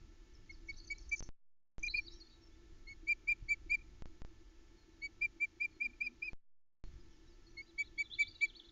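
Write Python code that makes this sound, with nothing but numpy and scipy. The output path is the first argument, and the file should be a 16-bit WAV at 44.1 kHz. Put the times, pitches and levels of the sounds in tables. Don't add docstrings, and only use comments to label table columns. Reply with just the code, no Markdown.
import sys
import numpy as np
from scipy import signal
from scipy.fft import rfft, irfft, next_fast_len
from scipy.io import wavfile
from scipy.ndimage import uniform_filter1d

SR = 44100
rng = np.random.default_rng(int(sys.argv[2]) if len(sys.argv) > 2 else 0)


def volts_from_decibels(level):
    exponent = np.asarray(level, float) / 20
    return 10 ** exponent


def wav_out(sig):
    wavfile.write(sys.argv[1], SR, np.round(np.clip(np.atleast_2d(sig).T, -1, 1) * 32767).astype(np.int16))


N = 384111
TIME = np.arange(N) / SR
JUMP_S, RESUME_S = 1.8822, 1.93


def level(x, db):
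    return x * volts_from_decibels(db) / np.sqrt(np.mean(x ** 2))


def gain_at(table, hz):
    f, db = np.transpose(table)
    return volts_from_decibels(np.interp(np.log(hz + 1), np.log(f), db))


def colour(x, table):
    hz = np.arange(len(x) // 2 + 1) * SR / len(x)
    return irfft(rfft(x) * gain_at(table, hz), len(x))


def walk(rate_hz):
    hold = int(SR / rate_hz)
    steps = np.repeat(rng.standard_normal(N // hold + 1), hold)
    slewed = uniform_filter1d(uniform_filter1d(steps, hold), hold)
    return 1.2 * slewed[:N]


def band(hz, width):
    peak = signal.iirpeak(hz, hz / width, fs=SR)
    once = signal.lfilter(*peak, rng.standard_normal(N))
    return level(signal.lfilter(*peak, once), 0)


def tail(x, t60, delay, spread_db):
    t = np.arange(SR // 2) / SR
    size_db = spread_db * rng.exponential(size=len(t)) - 60 * t / t60
    ring = rng.standard_normal(len(t)) * volts_from_decibels(size_db) * (t > delay)
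    return signal.fftconvolve(x, ring / np.sqrt(np.sum(ring ** 2)))[:N]


def jump_gate(end_s):
    return 1 - uniform_filter1d(1. * (TIME > JUMP_S) * (TIME < end_s), size=40)


# [f/Hz, level/dB per Hz]
HISS_SPECTRUM = [(100, -31.5), (200, -13.5), (330, -7), (420, -14.5), (500, -21), (900, -24), (2000, -23.5),
                 (4000, -25), (6800, -26), (7300, -30.5)]
# [f/Hz, level/dB rms]
SWITCHING_TONES = [(877.5, -90.5), (1324, -88.5), (1750, -88), (1775, -93.5), (2202, -88.5), (2649, -102.5)]


def electronics():
    tones = np.zeros(N)
    for hz, db in SWITCHING_TONES:
        size = volts_from_decibels(db + 1.2 * walk(10))
        drifting_hz = hz * (1 + .001 * walk(15))
        tones += size * np.sqrt(2) * np.sin(2 * np.pi * np.cumsum(drifting_hz) / SR)
    return level(colour(rng.standard_normal(N), HISS_SPECTRUM), -71.5) + tones


# [t/s, thud level/dB]
GUST_STRENGTH = [(0.0, -51), (.15, -59), (.85, -54.5), (1.18, -57), (1.9, -53.5), (2.26, -63.5),
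                 (2.42, -59), (3.2, -61), (3.38, -52), (4.3, -57), (4.6, -62.5), (4.85, -60.5),
                 (6.2, -64.5), (6.98, -51), (7.2, -64.5), (7.5, -59), (8.15, -63), (8.71, -65.5)]
# [f/Hz, level/dB per Hz]
THUD_SPECTRUM = [(15, -2), (30, 3), (60, -5), (80, -15.5), (110, -26.5), (200, -55)]
# [f/Hz, level/dB per Hz]
FLUTTER_SPECTRUM = [(50, -19), (80, 5), (130, -4.5), (200, -11), (280, -13.5), (500, -41.5)]
# [middle t/s, width t/s, level/dB]
FLUTTER_LULLS = [
    (0.2, 0.072, -5),
    (2.25, 0.074, -7),
    (4.55, 0.1, -14),
    (4.68, .04, 3),
    (5.9, .1, -4),
    (8.3, .12, 3),
    (8.6, 0.068, -7),
    (7.3, 0.089, 3),
]


def wind():
    calm_db, flutter_db, follows = -59.5, -71, .8
    gust_db = np.interp(TIME, *np.transpose(GUST_STRENGTH)) + 1.5 * walk(9.0)
    thud = level(colour(rng.standard_normal(N), THUD_SPECTRUM) * volts_from_decibels(2.2 * walk(12)), 0)
    flutter = level(colour(rng.standard_normal(N), FLUTTER_SPECTRUM) * volts_from_decibels(1.9 * walk(15)), 0)
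    lull_db = sum(db * np.exp(-((TIME - s) / width) ** 2) for s, width, db in FLUTTER_LULLS)
    flutter_gain = volts_from_decibels(flutter_db + follows * (gust_db - calm_db) + lull_db)
    boom = level(band(hz=332.9, width=39) * volts_from_decibels(1.3 * walk(9.1)), -71.5)
    return volts_from_decibels(gust_db) * thud + flutter_gain * flutter + boom


# [t/s, peak level/dB, f/Hz]
BUFFETS = [(2.075, -59, 334), (2.426, -66, 285), (3.029, -51, 313), (3.233, -54.5, 330),
           (3.421, -45, 101.3), (3.659, -52.5, 324.6), (3.824, -68, 323), (5.36, -55, 336),
           (5.442, -64.5, 334), (5.565, -58.5, 339), (5.635, -60, 320), (5.764, -55, 340),
           (6.934, -47.5, 99), (7.253, -56.5, 108.7), (7.853, -63, 318), (7.997, -69, 330)]


def knocks():
    out = np.zeros(N)
    for s, db, hz in BUFFETS:
        t = np.maximum(TIME - s, 0)
        push = np.e * t / 0.0088 * np.exp(-t / 0.0057)
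        out += volts_from_decibels(db) * push * np.sin(2 * np.pi * hz * t)
    return out


def twig():
    t = TIME - 6.938
    decay = (t > 0) * np.exp(-np.abs(t) / .0012)
    return volts_from_decibels(-57) * decay * np.tanh(rng.standard_normal(N))


def strokes(*kinds):
    rows = []
    for table, glide, bow in kinds:
        for s, length, hz, db in table:
            start_hz = hz - (glide / 2 + bow) * length
            end_hz = hz + (glide / 2 - bow) * length
            rows.append((s, length, start_hz, hz, end_hz, db))
    return rows


def notes(table, edge, rough_db, buzz):
    out, jitter = np.zeros(N), walk(900)
    for s, length, start_hz, mid_hz, end_hz, db in table:
        on = (TIME >= s) & (TIME < s + length)
        u = (TIME[on] - s) / length
        hz = np.polyval(np.polyfit([0, 1 / 2, 1], [start_hz, mid_hz, end_hz], 2), u)
        buzzy = (length < .022) * (mid_hz > 5600)
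        hz = hz * (1 + buzz * jitter[on] * buzzy)
        swell = np.clip(np.minimum(u, 1 - u) / np.clip(edge, .02, .5), 0, 1)
        out[on] += volts_from_decibels(db) * np.sqrt(2) * swell * np.sin(2 * np.pi * np.cumsum(hz) / SR)
    return out * volts_from_decibels(rough_db * walk(270))


# [t/s, length t/s, middle f/Hz, level/dB]
COOS = [
    (5.82, 0.058, 253.5, -68),
    (5.87, 0.061, 241.5, -66.5),
    (6.02, 0.078, 251, -67),
    (6.08, 0.077, 247, -67.5),
]


def bubbling():
    return notes(strokes((COOS, 760, 180)), edge=0.18, rough_db=3.0, buzz=0)


# [f/Hz, level/dB]
TREE_RESPONSE = [(2500, -6), (3200, -7), (3500, 4), (3700, -6), (3900, 1.5), (4150, -6), (4400, 1.5),
                 (4800, -4.5), (5500, 0), (5850, -3.5), (6150, 2), (6500, -7), (7000, -7)]


def through_trees(table):
    song = notes(table, edge=.25, rough_db=3.2, buzz=.035)
    slaps = volts_from_decibels(-5) * tail(song, t60=0.075, delay=0.003, spread_db=4)
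    echo = volts_from_decibels(-8.5) * tail(song, t60=0.36, delay=0.02, spread_db=1.8) * volts_from_decibels(4 * walk(90))
    return colour(song + slaps + echo, TREE_RESPONSE) + volts_from_decibels(-16) * song


# [t/s, length t/s, middle f/Hz, level/dB]
TICKS = [(.872, 0.0085, 6120, -65.5), (.98, 0.0078, 6080, -54.5), (1.09, 0.0093, 6100, -61),
         (1.124, 0.0086, 6470, -50.5), (1.137, .007, 6400, -58.5), (1.158, .008, 6490, -49),
         (1.176, 0.013, 6280, -55), (1.191, 0.01, 6150, -50), (1.792, 0.006, 6150, -58),
         (1.829, 0.007, 6350, -54.5), (1.864, .007, 6300, -50), (1.13, 0.01, 6100, -59.5)]
FLICKS = [(.941, 0.012, 4420, -67.5), (.987, .011, 4520, -68), (1.162, .012, 4680, -62),
          (1.19, 0.012, 4680, -66), (.74, .01, 4290, -63), (.8, .01, 4510, -60), (.84, .01, 4560, -63.5),
          (1.2, .008, 5510, -60.5), (1.175, .012, 5960, -60.5), (8.155, .012, 3120, -64),
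          (8.348, .012, 4100, -54.5), (8.592, 0.014, 3530, -60), (8.687, 0.011, 3700, -62)]
SLIDES = [
    (.332, .035, 5570, -75.5),
    (.499, .062, 5150, -70.5),
    (.659, .065, 5420, -70.5),
    (.995, 0.066, 5420, -72),
    (1.966, 0.039, 6030, -70),
    (2.062, .026, 4430, -57),
    (2.122, .04, 6000, -71),
    (2.198, .018, 4650, -61.5),
    (8.208, .028, 3897, -53.5),
]
STEPS = [(.734, .018, 4060, -66), (.791, .017, 4470, -59), (.835, 0.016, 4600, -63.5),
         (1.227, 0.018, 4430, -70), (1.245, 0.018, 5920, -69), (1.268, 0.015, 5500, -72.5),
         (1.165, .02, 5500, -66), (1.002, .024, 6400, -70), ]
DROOPS = [(6.99, .035, 5000, -81), (7.102, 0.076, 5430, -81.5), (7.104, 0.04, 3220, -81.5),
          (7.257, .1, 4980, -79), (7.43, 0.056, 4910, -79), (8.123, 0.01, 3490, -49),
          (8.149, 0.009, 3465, -47.5), (8.609, 0.038, 3040, -67.5), (2.283, 0.032, 4656, -73),
          (8.055, 0.015, 3507, -64.5), (8.232, .022, 3100, -68)]
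HOLDS = [(.775, 0.02, 6150, -65), (.898, 0.033, 5130, -70), (1.876, 0.017, 4070, -46),
         (2.1, 0.027, 5100, -72), (1.925, 0.032, 4240, -61.5), (2.3, 0.084, 3870, -74),
         (2.116, 0.016, 5500, -65.5), (2.152, 0.027, 3200, -76), (2.21, 0.021, 4305, -58.5),
         (1.228, .015, 6040, -57), (2.23, .05, 3530, -84), (2.296, 0.051, 3600, -82),
         (2.136, 0.0072, 5480, -65), (4.87, 0.085, 3960, -88), (4.757, 0.095, 4280, -81),
         (6.828, 0.067, 4250, -77), (7.459, 0.03, 4320, -72.5), (8.132, 0.012, 3930, -51.5),
         (8.17, 0.027, 3560, -61), (8.323, 0.066, 2810, -74), (8.357, 0.0095, 3910, -54.5),
         (8.226, 0.013, 3550, -45.5), (2.08, 0.0098, 3860, -55.5)]
LIFTS = [(.765, 0.017, 5790, -65.5), (.79, .014, 6170, -73), (.947, .041, 4140, -71.5),
         (1.998, 0.06, 5600, -70.5), (2.16, .06, 5630, -74.5), (2.506, 0.058, 3480, -84),
         (7.266, .03, 3900, -79.5), (7.49, 0.032, 5900, -75), (7.619, .025, 4740, -68.5),
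         (7.765, 0.09, 3450, -71.5), (7.83, .025, 3900, -71), (7.96, .07, 3464, -69.5),
         (8.175, .012, 4080, -75.5), (8.452, .022, 3400, -67), (8.1, .014, 3250, -54.5),
         (1.955, 0.031, 4425, -50.5)]
SAGS = [
    (5.703, .09, 4290, -80.5),
    (6.29, .05, 4370, -79),
    (2.31, 0.05, 4420, -75.5),
]
WHIPS = [
    (.724, 0.023, 4200, -67.5),
    (1.897, 0.015, 4314, -48),
    (1.908, .012, 4855, -58.5),
    (8.112, 0.011, 3520, -55),
    (8.138, 0.021, 4160, -55),
    (8.178, .01, 4100, -63),
    (.872, .012, 6170, -65.5),
    (8.532, 0.015, 3130, -63.5),
]
JABS = [
    (.782, .009, 4600, -58),
    (.877, .007, 4600, -57),
    (.888, .007, 4700, -58),
    (8.312, .007, 4450, -56),
    (8.596, .009, 3400, -62),
    (8.142, .007, 4150, -58),
]
FURTHER_HOLDS = [
    (1.886, .02, 4050, -59),
    (1.92, .025, 5120, -74),
    (1.983, .015, 4850, -71),
    (2.413, .07, 5430, -72),
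    (2.235, .05, 4330, -74),
    (2.14, .04, 4000, -77),
]
HOOKS = [
    (8.264, .038, 4550, -53),
    (8.403, .04, 4230, -54.5),
    (8.547, 0.033, 4234, -58.5),
    (8.641, 0.028, 4040, -65),
]
ARCHES = [
    (.868, 0.016, 6210, -68),
    (7.661, 0.057, 4110, -70.5),
    (7.845, 0.04, 4255, -68),
    (8.023, 0.041, 4000, -67),
]
DIVES = [
    (8.474, 0.038, 3890, -61),
    (.829, .034, 6450, -69),
    (8.497, .012, 3300, -60),
]
# [strokes, glide f/Hz per s, bow of the middle above a straight glide f/Hz per s of length]
KINDS = [(TICKS, -170000, -12000), (FLICKS, -95000, -5000), (SLIDES, -48000, -6000), (STEPS, -48000, -1500),
         (DROOPS, -20000, -1500), (HOLDS, -2000, 0), (LIFTS, 6100, 1000), (SAGS, -3500, -300),
         (WHIPS, 41000, 13000), (JABS, 95000, 3000), (FURTHER_HOLDS, -2200, -300), (HOOKS, 44000, 20000),
         (ARCHES, -14000, 17000), (DIVES, -40000, 4000)]


def songbird():
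    sung = strokes(*KINDS)
    split_s = JUMP_S + .005
    earlier = [n for n in sung if n[0] + n[1] < split_s]
    later = [n for n in sung if n[0] + n[1] >= split_s]
    until_jump = jump_gate(N)
    return until_jump * through_trees(earlier) + (1 - until_jump) * through_trees(later)


# [t/s, length t/s, top f/Hz, arch depth f/Hz, effort level/dB]
CHIRPS = [(0.491, 0.036, 2174, 48.26, -35), (0.6833, 0.043, 2232, 28.15, -30),
          (0.899, 0.046, 2274, 82, -28.5), (1.111, 0.048, 2335, 72.5, -29),
          (1.825, 0.066, 2450, 205.2, -33.5), (1.936, 0.069, 2474, 205.6, -28.5),
          (2.866, 0.078, 2216, 114.2, -38), (3.068, 0.076, 2402, 266, -29),
          (3.2705, 0.069, 2414, 201.8, -28.5), (3.481, 0.073, 2347, 178.7, -28.5),
          (3.6934, 0.075, 2414, 307, -28), (5.0148, 0.07, 2284, 142, -32), (5.2087, 0.062, 2411, 187, -30),
          (5.3975, 0.068, 2376, 188.5, -31.5), (5.5975, 0.073, 2429, 233, -32),
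          (5.799, 0.0821, 2442, 240.4, -32.5), (6.0023, 0.084, 2510, 282, -31.5),
          (6.218, 0.08, 2535, 258, -32), (7.5667, 0.062, 2189, 24.4, -33),
          (7.777, 0.061, 2309, 131.3, -26.5), (7.9764, 0.061, 2310, 167.4, -26),
          (8.1836, 0.06, 2328, 158.7, -22.5), (8.407, 0.062, 2333, 174, -24.5)]
# [from t/s, second partial level/dB, third level/dB, half-step level/dB, end above start f/Hz]
HEAD_TURNS = [
    (0.4, -0.5, 3.5, -16, -11.5),
    (1.8, 2, -3.5, -18, -20),
    (2.8, 3, 8.5, -11, 60),
    (3.0, -2, -2, -19.5, 62),
    (3.2, 0, 1, 2.5, 34.5),
    (3.6, -2, 0.5, -4, 41.5),
    (4.9, 1, -1, -16, 48.5),
    (5.1, -3.5, -3, -14, -19.5),
    (7.5, -1.5, 3, -9, 61.5),
    (7.7, 0.5, 2.5, -12, -4.5),
]
# [stick echo level/dB, extra climb f/Hz, second partial level/dB]
HEAD_FACING = [(-5, 1.5, -2), (-8.5, 1.45, 3.5), (6.5, -20.5, 2.2), (-9.5, -12, 1), (1.5, 1.2, -4),
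               (-12, -21, -0.5), (-3, -0.8, -1), (-14.5, 12.5, -0.6), (-10.5, 1.7, -3), (-11, -20.5, -0.5),
               (-2, 1.2, 1.5), (-9, -1.5, 0.5), (-14.5, -3.5, 1), (-13.5, -1.5, -3), (-6, -1.5, .1),
               (8.5, 0.7, -2), (-4.5, 1.5, 1), (-1, -29, 0.5), (-4.5, 0.5, 0.5), (-12, 1.5, 0.5),
               (-5, 5.5, 1.3), (0.5, -19.5, -2.5), (-9, -10, -1.3)]
BEAK_OPENING = [0, -3, -1, .1, 6, 0.5, -3, 1, .1, 1, -0.5, -10, 0, 1, 2.5, 5, 1.5, 0, 0.5, .1, -5, 0.5, -1]
# [attack t/s, release t/s, rise level/dB, middle swell level/dB, swing back 0-1]
BREATH_PUFFS = [(.014, 0.023, -1, 2, .05), (.013, .024, -2.5, 2, .05), (.012, .022, -1, .4, .05),
                (.015, .018, 2.5, 0.3, .1), (.014, 0.02, -1, 1.5, .1), (.014, .019, -0.5, 1.5, .1),
                (.014, 0.017, -0.2, 2, .05), (.014, .018, 0.5, 0.7, .15), (.014, .019, -0.2, 0.5, .13),
                (.014, .019, 1.2, 0.5, .12), (.014, .018, 1.5, -0.5, .15), (.016, 0.023, -2, 3.5, .05),
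                (.014, .018, 1.5, 0, .15), (.014, 0.016, 1.5, 1.5, .13), (.014, .019, -0.8, .3, .1),
                (.014, .021, -1.5, 0, .1), (.014, .019, -1.5, 1, .1), (.014, 0.018, -2, 1.7, .1),
                (.014, .019, 0, 2.5, .1), (.014, 0.022, 1, 1.2, .1), (.014, .019, .3, .3, .1),
                (.014, .019, 2.5, -1.8, .1), (.014, 0.021, 2, 0, .1)]
# [second's middle swell level/dB, third level/dB, third's rise level/dB, pitch top 0-1]
BEAK_OVERTONES = [(.3, 1.2, 0.5, .49), (.3, -2.5, 0, .49), (1.1, 0.7, 0.5, 0.6), (-0.2, -2.5, -5, 0.4),
                  (9, -3.5, .3, .49), (-2, -1, -4, .49), (.3, 0, 0, .49), (.3, 0.5, -0.5, .49),
                  (-0.5, -0.5, 0.5, .49), (.3, .3, 1, .49), (-2.5, -0.3, .3, 0.5), (5, .3, 4, .49),
                  (-1.5, 0.5, -1, 0.43), (3, -0.5, .3, .48), (.3, .3, -3, 0.52), (2, -0.8, 2, .48),
                  (-6, -0.5, -6, 0.54), (2, -0.5, -4, .52), (1, .3, .3, .49), (1.5, .3, -2, 0.48),
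                  (1, -0.5, -0.7, 0.52), (6, .3, -3.5, 0.47), (-1.5, -0.5, -3, 0.46)]
# [f/Hz, level/dB]
FIRST_RESPONSE = [(2150, 0.5), (2230, -0.5), (2300, -1.3), (2350, 1.6), (2390, 1.5), (2430, 0.3),
                  (2470, -4), (2530, -0.5)]
# [f/Hz, level/dB]
SECOND_RESPONSE = [(4250, -19), (4340, -14.5), (4400, -33), (4480, -24), (4600, -27), (4700, -25),
                   (4820, -22.5), (4920, -28.5), (5060, -23.5)]
# [f/Hz, level/dB]
THIRD_RESPONSE = [(6400, -46.5), (6600, -41.5), (6800, -30.5), (7000, -30), (7150, -30), (7300, -40.5),
                  (7600, -46)]
# [f/Hz, level/dB]
HALF_RESPONSE = [(3200, -48.5), (3450, -52.5), (3550, -40), (3650, -55), (3800, -62)]


def raptor():
    ring_hz, ring_width_hz, lead_s = 2366.2, 85, 0.0019
    rebound_s = 0.0096
    hz, push = np.full(N, 2200.), np.zeros((4, N))
    swell, send, back = np.zeros((3, N))
    chirps = zip(CHIRPS, HEAD_FACING, BEAK_OPENING, BREATH_PUFFS, BEAK_OVERTONES)
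    for (s, length, top_hz, depth_hz, db), facing, rise_db, puff, beak in chirps:
        echo_db, more_hz, second_db = facing
        attack, release, lean_db, belly_db, swing = puff
        bow_db, third_db, third_rise_db, crest = beak
        _, *extra_db, climb_hz = [turn for turn in HEAD_TURNS if turn[0] < s][-1]
        on = (TIME >= s - lead_s) & (TIME < s - lead_s + length)
        t = TIME[on] - s + lead_s
        u = t / length
        tilt = u - 1 / 2
        belly = np.sin(np.pi * u) ** 2 - 1 / 2

        arch = 1 - np.sin(np.pi * np.interp(u, [0, crest, 1], [0, 1 / 2, 1]))
        pitch = top_hz + (climb_hz + more_hz) * tilt - depth_hz * arch
        floor_hz = top_hz - 180
        hz[on] = floor_hz + 15 * np.logaddexp(0, (pitch - floor_hz) / 15)

        ramp = np.minimum(t / attack, (length - t) / release)
        swell[on] = np.sin(np.pi / 2 * np.clip(ramp, 0, 1))
        push[:, on] = volts_from_decibels(db + np.r_[0, extra_db] + [0, second_db, 0, 0])[:, None]
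        push[0, on] *= volts_from_decibels(lean_db * tilt + belly_db * belly)
        push[1, on] *= volts_from_decibels(rise_db * tilt + bow_db * belly)
        push[2, on] *= volts_from_decibels(third_db + third_rise_db * tilt)
        push[3, on] *= volts_from_decibels(21 * tilt)
        back[on] = swing * np.sin(np.pi * np.clip((length - t) / rebound_s, 0, 1)) ** 2
        send[on] = volts_from_decibels(echo_db)

    hz = uniform_filter1d(hz, size=90)
    phase = 2 * np.pi * np.cumsum(hz * (1 + 0.001 * walk(110))) / SR
    partials = ((1, FIRST_RESPONSE, .3, 1.9), (2, SECOND_RESPONSE, 3.5, 3.5),
                (3, THIRD_RESPONSE, 1.5, 5.5), (3 / 2, HALF_RESPONSE, 2.5, 6.5))
    waves = []
    for gain, (k, table, wobble_db, power) in zip(push, partials):
        envelope = gain * (swell ** power - back * (k == 1))
        response = uniform_filter1d(gain_at(table, k * hz), size=220)
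        waves.append(envelope * response * volts_from_decibels(wobble_db * walk(120)) * np.sin(k * phase))
    first, *upper = waves
    mode = signal.iirpeak(ring_hz, ring_hz / ring_width_hz, fs=SR)
    voice = signal.lfilter(*mode, first) + np.roll(sum(upper), int(lead_s * SR))
    rasp = volts_from_decibels(-50 + 2.3 * walk(90)) * band(hz=2900, width=90)
    voice = voice + push[0] * swell ** 5.1 * rasp

    sticks = volts_from_decibels(-33.0 + 4.9 * walk(160)) * tail(voice * send, t60=0.18, delay=.03, spread_db=3)
    faint_tail = volts_from_decibels(-50.5 + 4.0 * walk(120)) * tail(voice, t60=0.86, delay=0.069, spread_db=4.0)
    return voice + sticks + faint_tail


def scene():
    background = electronics() + wind() + knocks() + twig()
    birds = bubbling() + songbird() + jump_gate(RESUME_S) * raptor()
    return (background + birds)[None]


# [from t/s, to t/s]
DROPOUTS = [
    (1.2062, 1.2262),
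    (1.2902, 1.7822),
    (4.0223, 4.0573),
    (4.2193, 4.2493),
    (6.3325, 6.8396),
]


def link():
    live = np.ones(N)
    for start, end in DROPOUTS:
        live[(TIME >= start) & (TIME < end)] = 0
    return live


def offset_thumps(dry, live):
    offset, drain_hz = 0.01, 1.87
    stream = (dry + offset) * live - offset
    pole = np.exp(-2 * np.pi * drain_hz / SR)
    return signal.sosfilt([1, -2, 1, 1, -2 * pole, pole ** 2], stream)


# [f/Hz, level/dB]
TOP_EDGE = [(7000, 0.5), (7300, -5.5), (7500, -9), (7700, -19), (7900, -59.5), (8300, -91.5)]


def low_rate(stream):
    padded = np.pad(stream[0], (0, next_fast_len(N + SR) - N))
    return colour(padded, TOP_EDGE)[None, :N]


# [f/Hz, level/dB per Hz]
MURMUR_SPECTRUM = [(60, -4.5), (190, 1.5), (300, -12), (1000, -22.5), (3000, -40.5)]


def murmur():
    return level(colour(rng.standard_normal(N), MURMUR_SPECTRUM), -101)


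def low_pass(x):
    return signal.sosfilt(signal.butter(12, 15700, fs=SR, output="sos"), x)


def record(dry):
    live = link()
    stream = low_rate(offset_thumps(dry, live)) + murmur()
    live_noise = volts_from_decibels(-96.5) * live * rng.standard_normal(dry.shape)
    return low_pass(stream + live_noise)


dry = scene()
out = record(dry)
wav_out(out)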